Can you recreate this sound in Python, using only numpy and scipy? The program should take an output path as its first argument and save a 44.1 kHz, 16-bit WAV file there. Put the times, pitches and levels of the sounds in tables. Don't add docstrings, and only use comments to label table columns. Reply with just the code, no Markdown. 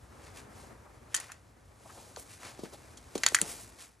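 import sys
import numpy as np
from scipy import signal
from scipy.fft import rfft, irfft
from scipy.io import wavfile

SR = 44100
rng = np.random.default_rng(int(sys.argv[2]) if len(sys.argv) > 2 else 0)


def to_wav(s):
    ch = np.atleast_2d(s).T
    pcm = np.round(np.clip(ch, -1, 1) * 32767)
    wavfile.write(sys.argv[1], SR, pcm.astype(np.int16))


N = 176400
TIME = np.arange(N) / SR

# f/Hz, level/dB
SNOW_SPECTRUM = [(60, -12), (300, -1), (800, -1), (2300, -23), (3200, -13), (13000, -15)]


def revolvers(size=4096):
    # t/s, level/dB, rattle T60/s, EQ near 1.5 kHz/dB, EQ near 9 kHz/dB
    clacks = [(1.1440, -5, 0.012, 2, 2.5), (1.1473, -9.5, 0.013, -7, 12), (1.155, -20, 0.014, 7, 9),
              (1.164, -10, 0.0045, -17, 3.5), (1.1746, -20, 0.01, -2, 1), (1.2005, -25, 0.021, -8, 13.5),
              (1.318, -22.5, 0.013, 4.5, 4), (2.162, -18.5, 0.001, 4, -8), (2.9724, -23.5, 0.053, -39, 0.5),
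              (3.153, -14, 0.038, 0.5, -2), (3.178, -14.5, 0.036, -1, 1), (3.2345, 1.5, 0.029, 5.5, -6),
              (3.2639, 9, 0.0068, 1, -3), (3.277, -8.5, 0.039, 6, -9), (3.2863, -13, 0.0045, -13.5, 9.5),
              (3.346, 6, 0.029, 6.5, 0.5), (3.35, -7.5, 0.018, 3, 13), (3.366, -17, 0.0022, 22.5, -7.5),
              (3.3867, -17.5, 0.0087, 18.5, 3), (3.415, -5, 0.0053, 2, 11.5)]
    # f/Hz, level/dB
    modes = [(1350, 5), (1510, 2), (1950, 7), (2500, -7.5), (3300, 4), (4030, -2), (4510, 10), (6100, 11.5),
             (7020, 11), (9300, 8)]
    # f/Hz, level/dB
    crack = [(100, -28), (900, -14.5), (1450, -6.5), (7000, -5), (11500, -7), (16000, -44)]
    ring_t60, contact_s = 0.013, 0.00046
    ring_db, chatter_db = -8.5, -4.5
    t, out = np.arange(size) / SR, np.zeros(N)
    ring = sum((-1) ** k * amp(db - 60 * t / ring_t60) * np.sin(2 * np.pi * hz * t)
               for k, (hz, db) in enumerate(modes))
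    onset = 1 - np.exp(-t / contact_s)
    clink = unit(click(crack, 2 * size)) + amp(ring_db) * unit(ring)
    for s, db, rattle_t60, low_db, high_db in clacks:
        rattle = rng.standard_normal(size) * onset * amp(-60 * t / rattle_t60)
        chatter = signal.fftconvolve(rattle, clink)[:size]
        body = amp(ring_db) * unit(ring * onset) + amp(chatter_db) * unit(chatter)
        eq = click([(1100, 0.0018), (1500, low_db), (2100, low_db),
                    (2900, 0.01), (5000, 0.0031), (8500, high_db)])
        add(out, s, amp(db) * signal.fftconvolve(unit(body), eq) / np.sqrt(size))
    return out


def boots(size=4096):
    # t/s, level/dB, final f/Hz
    thumps = [(2.169, -37, 369), (2.5912, -35.5, 180), (2.6341, -31, 156), (3.1542, -23, 205),
              (3.32, -35.5, 259), (3.4187, -33, 153.7), (3.427, -33, 117.7)]
    chirp_s, attack_s = 0.001915, 0.0027
    crumble_db, crumble_s = -8.5, 0.0075
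    t, out = np.arange(size) / SR, np.zeros(N)
    push = (t / attack_s * np.exp(1 - t / attack_s)) ** 2
    crumble_envelope = np.minimum(t / attack_s, 1) * np.exp(-t / crumble_s)
    for s, db, final_hz in thumps:
        pitch = final_hz * (1 + 4.56 * np.exp(-t / chirp_s))
        thump = push * np.sin(2 * np.pi * np.cumsum(pitch) / SR)
        crumble = amp(crumble_db) * colour(rng.standard_normal(size), SNOW_SPECTRUM) * crumble_envelope
        add(out, s, amp(db) * (crumble - thump))
    return out


def scuffs():
    # peak t/s, level/dB, length/s
    slides = [(1.991, -56, 0.18), (2.47, -54.5, 0.068), (2.627, -55, 0.059), (2.738, -46.5, 0.013),
              (3.27, -53.5, 0.16), (3.47, -48, 0.08)]
    grains = colour(noise() * flutter(per_s=5000, depth_db=1.5), SNOW_SPECTRUM)
    return grains * sum(amp(db) * swell(s, length) for s, db, length in slides)


def jacket():
    # peak t/s, level/dB, length/s, tilt/(dB per octave)
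    swishes = [(0.259, -55, 0.05, -1), (0.376, -51, 0.031, 1), (0.6, -57.5, 0.079, 2),
               (1.197, -49.5, 0.087, -0.5), (1.97, -57.5, 0.19, 3.5), (2.197, -49, 0.029, 6.5),
               (2.322, -53.5, 0.047, 2), (2.457, -46.5, 0.046, -1.5), (2.654, -50, 0.011, -3.5),
               (2.788, -60.5, 0.36, 1.5), (3.384, -47.5, 0.21, 2.5), (3.501, -47, 0.043, 7.5),
               (3.62, -54.5, 0.023, 7.5), (3.819, -50.5, 0.034, 2.5)]
    # f/Hz, level/dB
    cloth = [(100, -14.5), (600, 3.5), (2400, 4.5), (3000, -0.5), (6700, 0.5), (11900, -1.5),
             (13300, -24.5)]
    weave = noise() * flutter(per_s=900, depth_db=3)
    return sum(amp(db) * swell(s, length) * colour(weave, cloth, tilt) for s, db, length, tilt in swishes)


def rubs(length_s=0.013, width_octaves=0.62):
    # peak t/s, level/dB, centre f/Hz
    touches = [(.642, -53, 584), (0.864, -56.5, 910), (1.301, -49, 1290), (1.863, -54, 700),
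               (1.901, -54.5, 1190), (1.978, -52, 700)]
    grit, hz = rfft(noise()), np.fft.rfftfreq(N, 1 / SR) + 1
    out = np.zeros((2, N))
    for s, db, centre_hz in touches:
        band = np.exp(-(np.log2(hz / centre_hz) / width_octaves) ** 2 / 2)
        out += amp(db) * swell(s, length_s) * unit(irfft(grit * band, N))
    return out


def wind():
    # f/Hz, level/dB
    air_spectrum = [(70, -38), (210, 2), (1150, -5.5), (2300, -14), (3300, -27.5), (11500, -26)]
    # t/s, level/dB
    air_level = [(0, -63), (.2, -55), (.65, -55.5), (1.45, -62.5), (1.8, -62), (3.1, -58.5), (3.75, -60.5),
                 (4, -71)]
    # f/Hz, level/dB
    rumble_spectrum = [(24, -55), (50, 0), (115, -1), (300, -32)]
    # t/s, level/dB
    rumble_level = [(.5, -55.5), (1.4, -60), (3.68, -57.5), (3.78, -67)]
    air = colour(noise(spread=0.61), air_spectrum) * flutter(per_s=70, depth_db=2)
    rumble = colour(noise(spread=0.048), rumble_spectrum) * flutter(per_s=25, depth_db=1.2)
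    return air * fader(air_level) + rumble * fader(rumble_level)


def yard(x, size=32768):
    # f/Hz, T60/s
    decay = [(1700, 0.18), (12000, 0.052)]
    # delay/s, level/dB
    echoes = [(.0052, -18.5), (0.0109, -21)]
    # t/s, level/dB
    send = [(1.2, -4), (3.2, -12.5)]
    hz, t, bands = signal.stft(noise(spread=0.66)[:, :size], SR, nperseg=256)
    tail = signal.istft(bands * amp(-60 * t / read(decay, hz)[:, None]), SR, nperseg=256)[1]
    tail /= np.linalg.norm(tail[0])
    near = x.copy()
    for delay, db in echoes:
        add(near, delay, amp(db) * x)
    return near + signal.fftconvolve((x * fader(send))[None], tail, axes=1)[:, :N]


def amp(db):
    return 10 ** (np.asarray(db) / 20)


def unit(x):
    return x / np.sqrt(np.mean(x ** 2) + 1e-20)


def read(points, hz):
    f, value = np.transpose(points)
    return np.interp(np.log(hz + 1), np.log(f + 1), value)


def fader(points):
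    return amp(np.interp(TIME, *np.transpose(points)))


def add(mix, s, sound):
    part = mix[max(round(s * SR), 0):][:len(sound)]
    part += sound[:len(part)]


def colour(x, points, tilt_db=0):
    hz = np.fft.rfftfreq(x.shape[-1], 1 / SR)
    gain = amp(read(points, hz) + tilt_db * np.log2(np.maximum(hz, 500)))
    return unit(irfft(rfft(x) * gain, x.shape[-1]))


def click(points, size=2048):
    log_gain = np.log(amp(read(points, abs(np.fft.fftfreq(size, 1 / SR)))))
    return np.fft.ifft(np.exp(np.conj(signal.hilbert(log_gain)))).real[:size // 2]


def lowpass(x, hz):
    taps = signal.firwin(255, hz, window=("kaiser", 9), fs=SR)
    return signal.oaconvolve(x, taps[None], "same")


def noise(spread=0.1):
    mid, side = rng.standard_normal((2, N))
    return np.array([mid + spread * side, mid - spread * side])


def flutter(per_s, depth_db):
    targets = np.clip(rng.standard_normal(N), -2.5, 2.5)
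    return amp(depth_db * np.interp(TIME * per_s, np.arange(N), targets))


def swell(peak_s, length_s):
    rising = TIME < peak_s
    u = (TIME - peak_s) / (length_s * np.where(rising, 0.6, 1))
    return np.exp(np.where(rising, -u * u / 2, 1 - np.sqrt(1 + 2 * u * u)))


def scene():
    steel = yard(revolvers())
    soft = yard(boots()) + scuffs() + jacket() + rubs() + wind()
    return steel + lowpass(soft, hz=12500)


def record(dry):
    # f/Hz, phase/rad
    lead = [(50, -.08), (300, -.25), (1400, -.25), (2100, -.4), (3100, .4), (4500, .35), (6200, -.1),
            (7900, -.95), (11400, -2.1)]
    # f/Hz, level/dB
    balance = [(50, .3), (350, 2), (3500, 1.8), (7000, 0)]
    hz = np.fft.rfftfreq(N, 1 / SR)
    left = amp(read(balance, hz) / 2) * np.exp(0.5j * read(lead, hz))
    stereo = irfft(rfft(dry) * np.array([left, 1 / left]), N)
    return lowpass(stereo, hz=16000)


dry = scene()
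out = record(dry)
to_wav(out)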